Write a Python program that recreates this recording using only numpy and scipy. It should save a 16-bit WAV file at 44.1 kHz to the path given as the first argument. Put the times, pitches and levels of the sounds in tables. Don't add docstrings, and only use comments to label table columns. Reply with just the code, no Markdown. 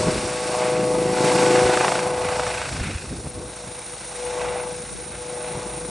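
import sys
import numpy as np
from scipy import signal
from scipy.fft import rfft, irfft
from scipy.io import wavfile

SR = 44100
rng = np.random.default_rng(int(sys.argv[2]) if len(sys.argv) > 2 else 0)


def wav_out(sig):
    wavfile.write(sys.argv[1], SR, np.round(np.clip(np.atleast_2d(sig).T, -1, 1) * 32767).astype(np.int16))


N = 260181
TIME = np.arange(N) / SR
BINS = np.fft.rfftfreq(N, 1 / SR)

# [t/s, level/dB, length/s, upper edge f/Hz (at least 100 is used)]
BUFFETS = [(.085, -18, 0.063, 446), (0.171, -27, 0.12, 358), (.243, -28, .06, 308), (2.74, -36, 0.056, 251),
           (2.809, -23.5, 0.046, 116), (2.903, -32, 0.078, 377), (2.96, -24.5, 0.036, 113),
           (3.044, -35, .04, 447), (3.128, -29.5, .09, 260), (3.2, -34.5, .05, 350),
           (3.264, -28.5, .06, 420), (3.421, -36, 0.23, 470), (3.673, -38, 0.11, 250),
           (3.78, -45, .06, 203), (5.57, -32, 0.068, 200)]
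# [t/s, level/dB, length/s, share that differs between left and right/0-1]
GUSTS = [(0.016, -32, 0.31, .05), (1.66, -25, 0.099, 0), (2.37, -37.5, 1, .05), (2.814, -28, .46, 0),
         (3.137, -36.5, 0.4, 0.07), (3.365, -39, 0.39, 0.18), (4.467, -39, 0.26, 0.6),
         (4.69, -49, 0.46, 0.8), (4.96, -40, 0.2, 1), (5.15, -42.5, 0.3, 0.13), (5.68, -52, .44, .35)]
BREEZE_DB = -50
# [f/Hz, level/dB per Hz]
WIND_COLOUR = [(15, -38), (30, -16), (52, -4), (75, 3.5), (115, 1.5), (200, -6.5), (400, -16), (1000, -45)]
# [f/Hz, level/dB per Hz]
CROSSWIND_COLOUR = [(50, -12.5), (110, -3), (180, 2), (280, -6), (500, -22)]

# [t/s, level/dB, centre f/Hz]
WHINE = [(0, -39.5, 9260), (1.5, -38.5, 9420), (2.4, -40, 9250), (2.85, -42.5, 9270), (3.3, -42, 9300),
         (3.9, -39, 9280), (5, -38.5, 9230), (5.9, -36.5, 9150)]
# [distance from the centre f/Hz, level/dB]
WHINE_SKIRT = [(0, 9.5), (80, 1.5), (200, -1.5), (400, -23.5), (900, -38.5), (1500, -33.5)]
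# [t/s, level/dB]
HUM = [(0, -49), (3.8, -53), (4.8, -49.5), (5.3, -51), (5.9, -47)]

# [t/s, rush level/dB, hiss level/dB]
AIR = [(0, -32.5, -29), (.38, -37.5, -31.5), (.62, -29.5, -31.5), (.82, -36, -34.5), (1.12, -33, -33.5),
       (1.25, -27.5, -26.5), (1.89, -25, -28.5), (2.12, -31, -36.5), (2.32, -28, -34), (2.5, -31, -33),
       (2.95, -45.5, -38.5), (3.4, -48.5, -43.5), (3.58, -43, -40.5), (3.85, -45, -40), (4.18, -42.5, -37),
       (4.42, -33, -37), (4.56, -34, -38.5), (4.76, -45.5, -39.5), (5.1, -45, -40.5), (5.56, -37.5, -38.5),
       (5.9, -43, -40)]
# [f/Hz, level/dB per Hz]
RUSH_COLOUR = [(200, -21), (400, -4), (560, 1.5), (800, 3.5), (1000, 0.5), (1250, -5.5), (1800, -30.5)]
# [f/Hz, level/dB per Hz]
SWISH_COLOUR = [(800, -31), (1200, -1), (1550, 4.5), (1780, -2), (2050, 2), (2650, 1), (3100, -6),
                (3700, -5.5), (4500, -15), (5500, -23)]
# [f/Hz, level/dB per Hz]
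HISS_NEAR = [(2000, -20), (3100, -7.5), (3600, -0.5), (4500, 3.5), (5500, 4), (6700, -0.5), (8000, 4),
             (9000, 3.5), (9550, 7.5), (9800, -4.5), (10500, -10.5)]
# [f/Hz, level/dB per Hz]
HISS_FAR = [(2000, -30.5), (3100, -8), (3800, 3.5), (4300, 0.5), (4800, -0.5), (5500, 3.5), (6700, 0.5),
            (8000, 1.5), (9000, 6.5), (9700, -13), (10500, -0.5)]
# [t/s, level/dB, length/s]
SWISHES = [(.66, -36.5, 0.45), (2.5, -37, 1), (2.88, -37.5, 0.39), (3.7, -53, 0.37), (4.46, -40, 0.67),
           (5.52, -45, 0.36)]
USUAL_DB = -35
SWISH_DB, SWISH_PER_RUSH, SWISH_PER_HISS = -38, 0.24, 1
# [t/s, level/dB, length/s]
FLUTTERS = [(2.54, -38, .2), (2.93, -41.5, 0.34)]
# [f/Hz, level/dB per Hz]
FLUTTER_COLOUR = [(2100, -26), (2450, 1), (2620, 1), (2780, -3), (3100, -26)]

BLADE_HZ = 27.15
# [t/s, lead/share of one blade pass]
BLADE_LEAD = [(0, .05), (1.15, .15), (1.48, .15), (1.55, -.3), (1.72, -.17), (2.3, -.15), (3, -.02),
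              (3.7, .12), (5.9, .14)]
# [t/s, depth/0-1]
WAKE = [(1.45, 0.15), (1.57, 0.4), (1.8, 0.4), (2, 0.6), (2.13, 0.3), (2.4, 0.6), (2.7, 0.8), (2.9, 0.7),
        (3.05, 0.1), (4.25, 0.01), (4.48, 0.1), (4.7, 0.01)]
# [t/s, level/dB]
THROB = [(0, -33), (.42, -39.5), (.68, -36), (.8, -30.5), (1.25, -29.5), (1.47, -28.5), (1.66, -31.5),
         (1.8, -35.5), (2.1, -37.5), (2.6, -48), (3.3, -46.5), (3.95, -51.5), (4.4, -46.5), (5.2, -46.5),
         (5.6, -42), (5.9, -41)]
# [f/Hz, level/dB per Hz]
THUD_COLOUR = [(60, -22), (100, -10.5), (135, .5), (160, -1), (195, 0.5), (238, -8), (330, -20)]
# [f/Hz, level/dB per Hz]
KNOCK_COLOUR = [(190, -34), (255, -13), (305, 1.5), (355, 3), (410, -5), (560, -4.5), (900, -39.5)]
THROB_HZ, THROB_LAG = 26.7, .25
HARD_FROM_DB, KNOCK_GROWTH = -32.5, 0.65
# [t/s, peak level/dB, time over which the crack splinters/s, pitch f/Hz]
SLAPS = [(1.207, -14.5, 0.0045, 520), (1.242, -19, 0.0033, 650), (1.318, -13, 0.0031, 656),
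         (1.559, -15, 0.0036, 1100), (1.591, -16, 0.0038, 1100), (1.628, -21, 0.0024, 1100),
         (1.665, -16, .004, 1100), (1.699, -11, 0.0027, 990), (1.736, -14, 0.0057, 1300),
         (1.773, -8, 0.0036, 1100), (1.809, -7.5, .0018, 1000), (1.846, -6.5, .0035, 890),
         (1.881, -5.5, .005, 1340), (1.920, -9, 0.0046, 1020), (1.955, -11, .005, 950),
         (1.991, -13, 0.0018, 1110), (2.029, -19, 0.0031, 1000), (2.063, -20, 0.0028, 950),
         (2.248, -19, 0.0032, 1010), (2.287, -19, 0.0053, 1000), (2.324, -18, 0.0046, 1010),
         (2.362, -19, 0.0046, 950), (2.396, -9.5, 0.0035, 890), (2.466, -12.5, 0.0043, 1120),
         (2.541, -20, 0.0046, 1000), (2.616, -15, 0.0033, 1390)]

# [t/s, f/Hz]
TAIL_PITCH = [(0, 497), (.5, 495.5), (1.7, 496.4), (2, 497.8), (2.45, 495.8), (3.3, 494.6), (4.1, 492.6),
              (4.7, 492.3), (5.1, 490.8), (5.9, 492.2)]
# [t/s, level/dB]
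TAIL_TONE = [(0, -30), (.1, -28.5), (.18, -36), (.27, -30.5), (.45, -31), (.69, -24), (1.02, -23),
             (1.16, -25.5), (1.3, -21.5), (1.48, -19.5), (1.63, -19), (1.94, -33), (2.04, -27),
             (2.44, -29.5), (2.77, -46.5), (2.97, -51), (3.27, -48), (3.45, -40), (3.58, -44.5),
             (3.72, -42.5), (3.85, -48), (4.05, -57), (4.21, -33.5), (4.42, -28.5), (4.79, -35.5),
             (4.86, -45), (4.93, -43), (5, -51), (5.1, -44.5), (5.27, -37), (5.55, -34.5), (5.72, -37),
             (5.9, -38.5)]
# [multiple of a quarter of the leading f, hovering level/dB, turning level/dB, leaving level/dB]
TAIL_LINES = [(3, -24, -5.5, -18), (5, 1, -7, -7.5), (6, -6, -5.5, -10.5), (7, -8, -7, -8),
              (8, -15.5, -15, -20), (9, -9.5, -14.5, -15.5), (10, -14.5, -24.5, -21), (12, -32, -14.5, -27),
              (16, -20, -21.5, -18)]
TURN_START_S, TURN_END_S = 0.62, 1.35
LEAVE_START_S, LEAVE_END_S = 2.05, 2.44

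# [f/Hz, correlation/-1 to 1]
SAME = [(60, 1), (500, .985), (1200, .98), (2200, 1), (4200, 1), (4600, .98), (4950, .47), (5300, 1),
        (6800, 1), (7400, .98), (7900, .49), (9300, -.12), (9900, -1)]
# [f/Hz, left minus right level/dB, before LEAN scales it]
BALANCE = [(100, .4), (300, 1), (500, 1.7), (640, 1.1), (750, 2.3), (920, 1.2), (1130, -1.9), (1600, -1),
           (2100, 0)]
# [f/Hz, left minus right level/dB, scaled from LEAN]
LATE_BALANCE = [(2100, 0), (2700, .7), (3020, 2.6), (3400, .3), (3800, 0)]
# [t/s, factor]
LEAN = [(0, 1.13), (2.9, 0.91), (3.7, 1.85), (5.9, 1.6)]
EDGE_HZ = 10450


def amp(db):
    return 10 ** (np.asarray(db) / 20)


def unit(x):
    return x / np.sqrt(np.mean(x ** 2) + 1e-20)


def curves(rows):
    s, *columns = np.transpose(rows)
    return [np.interp(TIME, s, c) for c in columns]


def at_hz(points, hz):
    f, value = np.transpose(points)
    return np.interp(np.log(hz + 1), np.log(f + 1), value)


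def drift(hz):
    size = 8192
    rates = np.fft.rfftfreq(size, TIME[-1] / size)
    slow = irfft(rfft(rng.standard_normal(size)) / (1 + (rates / hz) ** 4))
    return unit(np.interp(TIME, np.linspace(0, TIME[-1], size), slow))


def swells(rows, steady_db):
    power = amp(steady_db) ** 2
    for s, db, length in rows:
        bump = amp(db) * np.cos(np.pi * np.clip((TIME - s) / length, -.5, .5)) ** 2
        power = power + bump ** 2
    return np.sqrt(power)


def add(mix, s, sound):
    part = mix[max(round(s * SR), 0):][:len(sound)]
    part += sound[:len(part)]


def noise(colour):
    a, b = rfft(rng.standard_normal((2, N)))
    same = np.clip(at_hz(SAME, BINS), -1, 1)
    mid, side = a * np.sqrt(1 + same), b * np.sqrt(1 - same)
    skirts = np.minimum(BINS / colour[0][0], 1) ** 2 / np.maximum(BINS / colour[-1][0], 1) ** 2
    channels = np.array([mid + side, mid - side])
    return unit(irfft(channels * amp(at_hz(colour, BINS)) * skirts, N))


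def blade_turns():
    return BLADE_HZ * TIME + curves(BLADE_LEAD)[0]


def blade_pass(depth, sharpness, uneven_db=1.0, early=0):
    swell = np.exp(sharpness * (np.cos(2 * np.pi * (blade_turns() + early)) - 1))
    return unit(1 + depth * swell * amp(uneven_db * drift(hz=9.2)))


def wind(level_db=-1, lumpy_db=0.6, buffet_db=0):
    eddies = np.zeros(N)
    for s, db, length, edge_hz in BUFFETS:
        band = signal.butter(2, [54, max(edge_hz, 100)], "band", fs=SR, output="sos")
        puff = signal.sosfilt(band, rng.standard_normal(SR))[-int(length * SR):]
        window = np.hanning(len(puff))
        shaped = unit(puff * window) * np.sqrt(np.mean(window ** 2))
        add(eddies, s - length / 2, amp(db + buffet_db) * shaped)
    shared_rows, opposed_rows = [], []
    for s, db, length, apart in GUSTS:
        apart = np.clip(apart, .01, .99)
        shared_rows.append((s, db + 10 * np.log10(1 - apart ** 2), length))
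        opposed_rows.append((s, db + 20 * np.log10(apart), length))
    shared = swells(shared_rows, BREEZE_DB) * noise(WIND_COLOUR)
    opposed = swells(opposed_rows, -np.inf) * noise(CROSSWIND_COLOUR)[0]
    rumble = shared + np.array([[1], [-1]]) * opposed
    return eddies + amp(level_db + lumpy_db * drift(hz=10)) * rumble


def whine():
    level_db, hz = curves(WHINE)
    offset, db = np.transpose(WHINE_SKIRT)
    skirt = amp(np.interp(abs(np.fft.fftfreq(N, 1 / SR)), offset, db, right=-np.inf))
    fuzz = np.fft.ifft(skirt * (rng.standard_normal((2, N)) + 1j * rng.standard_normal((2, N))))
    carrier = np.exp(2j * np.pi * np.cumsum(hz) / SR)
    return amp(level_db + 1.44 * drift(hz=25)) * unit((fuzz * carrier).real)


def rotor_hum():
    flutter_db = 2.5 * drift(hz=4)
    tone = np.sin(2 * 2 * np.pi * blade_turns())
    return np.sqrt(2) * amp(curves(HUM)[0] + flutter_db) * tone


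def air(rush_db=0, hiss_db=-1.0, wake_db=-0.3):
    rush, hiss = curves(AIR)
    steady_db = SWISH_DB + SWISH_PER_RUSH * (rush - USUAL_DB) + SWISH_PER_HISS * (hiss - USUAL_DB)
    swish = swells(SWISHES, steady_db)
    chop = np.interp(TIME, [1.4, 2.8, 4.2], [.45, 1, .8])
    far = np.interp(TIME, [2.7, 3.6], [0, 1])
    flutter_db, grain_db = .9 * drift(hz=8), 1.4 * drift(hz=300)
    wake = curves(WAKE)[0]

    low = amp(rush + rush_db + flutter_db + wake_db * wake) * noise(RUSH_COLOUR)
    low = low * blade_pass(depth=0.62, sharpness=2.1)
    middle = swish * amp(grain_db + drift(hz=11.0) + wake_db * wake) * noise(SWISH_COLOUR)
    middle = middle * blade_pass(depth=0.5 * chop + 0.27 * wake, sharpness=2.4)
    exhaust = np.sqrt(1 - far) * noise(HISS_NEAR) + np.sqrt(far) * noise(HISS_FAR)
    high = amp(hiss + hiss_db + 0.5 * drift(hz=12)) * exhaust
    high = high * blade_pass(depth=0.52 * chop, sharpness=0.91, early=-0.062)
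    return low + middle + high


def flutter(level_db=0):
    pulses = noise(FLUTTER_COLOUR) * blade_pass(depth=2.0, sharpness=2)
    return swells(FLUTTERS, -np.inf) * amp(level_db) * pulses


def tail_rotor(tone_db=0.53, upper_db=-2, flutter_db=.5, waver=0.028, chop_db=-12.0, second_chop_db=-21,
               scatter_db=-50):
    turns = np.cumsum(curves(TAIL_PITCH)[0]) / SR / 4
    tone, rush = curves(TAIL_TONE)[0], curves(AIR)[0]
    upper = (tone + rush) / 2 + upper_db
    upper_flutter_db, smear = 2, .5
    # multiple, level in dB, phase wander in radians
    lines = [(4, tone + tone_db + flutter_db * drift(hz=15), 0)]
    lines.append((4, scatter_db + 3 * drift(hz=12), 2 * drift(hz=7)))
    stages = [TURN_START_S, TURN_END_S, LEAVE_START_S, LEAVE_END_S]
    for k, hovering_db, turning_db, leaving_db in TAIL_LINES:
        beam = np.interp(TIME, stages, [hovering_db, turning_db, turning_db, leaving_db])
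        level = upper + beam + upper_flutter_db * drift(hz=5.1)
        lines.append((round(k), level, smear * drift(hz=14.0)))
    shake = waver * drift(hz=5.5) / 2
    stack = 0
    for k, db, wander in lines:
        phase = k * (2 * np.pi * turns + shake) + wander + 2 * np.pi * rng.random()
        stack = stack + amp(db) * np.exp(1j * phase)
    blade = np.sqrt(np.clip(curves(WAKE)[0], .2, 1)) * np.exp(2j * np.pi * blade_turns())
    chopped = stack * (1 + amp(chop_db) * blade + amp(second_chop_db) * blade ** 2)
    return np.sqrt(2) * chopped.real


def thuds(colour):
    smear, wander = .7, .5
    steady = np.interp(TIME, [1.7, 2.4], [.62, .12])
    angle = 2 * np.pi * (THROB_HZ * TIME - THROB_LAG)
    stack = np.zeros(N)
    for k in range(4, 18):
        phase = k * angle + smear * rng.standard_normal() + wander * drift(hz=3)
        stack += amp(at_hz(colour, k * THROB_HZ)) * np.cos(phase)
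    beats = 1 + 1.2 * np.exp(2 * (np.cos(angle) - 1))
    puffs = unit(beats * noise(colour))
    return np.sqrt(steady) * unit(stack) + np.sqrt(1 - steady) * puffs


def throb(thud_db=0, knock_db=0):
    thud = curves(THROB)[0]
    knock = thud + KNOCK_GROWTH * np.maximum(curves(AIR)[1] - HARD_FROM_DB, 0)
    return amp(thud + thud_db) * thuds(THUD_COLOUR) + amp(knock + knock_db) * thuds(KNOCK_COLOUR)


def crack(spread_s, hz):
    t = np.arange(1024) / SR
    late, strong = rng.random((2, 3))
    delays = np.append(0, spread_s * (np.arange(3) + .5 + late / 2) / 3)
    sizes = np.append(1, .3 + .3 * strong)
    hits = sum(size * np.exp(-((t - .0005 - d) / .00007) ** 2) for d, size in zip(delays, sizes))
    band = signal.butter(2, [.58 * hz, 1.8 * hz], "band", fs=SR, output="sos")
    sound = signal.sosfilt(band, hits)
    return -sound / abs(sound).max()


def slaps(level_db=-1, patter_db=-23, patter_hz=1250):
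    passes = np.diff(np.floor(blade_turns()), prepend=0) > 0
    free = np.all([abs(TIME - row[0]) > .5 / BLADE_HZ for row in SLAPS], axis=0)
    strength = amp(patter_db + 1.1 * drift(hz=14)) * curves(WAKE)[0]
    out = signal.oaconvolve(passes * free * strength, crack(0.0043, patter_hz))[:N]
    for s, db, spread_s, hz in SLAPS:
        add(out, s, amp(db + level_db) * crack(spread_s, hz))
    return out


def placed(x):
    factor = curves(LEAN)[0]
    spectrum = rfft(x)
    lean = factor * irfft(spectrum * (amp(at_hz(BALANCE, BINS) / 2) - 1), N)
    late_lean = irfft(spectrum * (amp(at_hz(LATE_BALANCE, BINS) / 2) - 1), N)
    lean = lean + np.clip(factor - 1, 0, 1) * late_lean
    return x + np.array([[1], [-1]]) * lean


def scene():
    helicopter = rotor_hum() + air() + flutter() + tail_rotor() + throb() + slaps()
    return wind() + whine() + placed(helicopter)


def record(dry):
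    dip = amp(-10 * np.exp(-((BINS - 4940) / 80) ** 2))
    coloured = irfft(rfft(dry) * dip, N)
    lowpass = signal.firwin(1023, EDGE_HZ, window=("kaiser", 9), fs=SR)
    return signal.oaconvolve(coloured, lowpass[None], "same")


dry = scene()
out = record(dry)
wav_out(out)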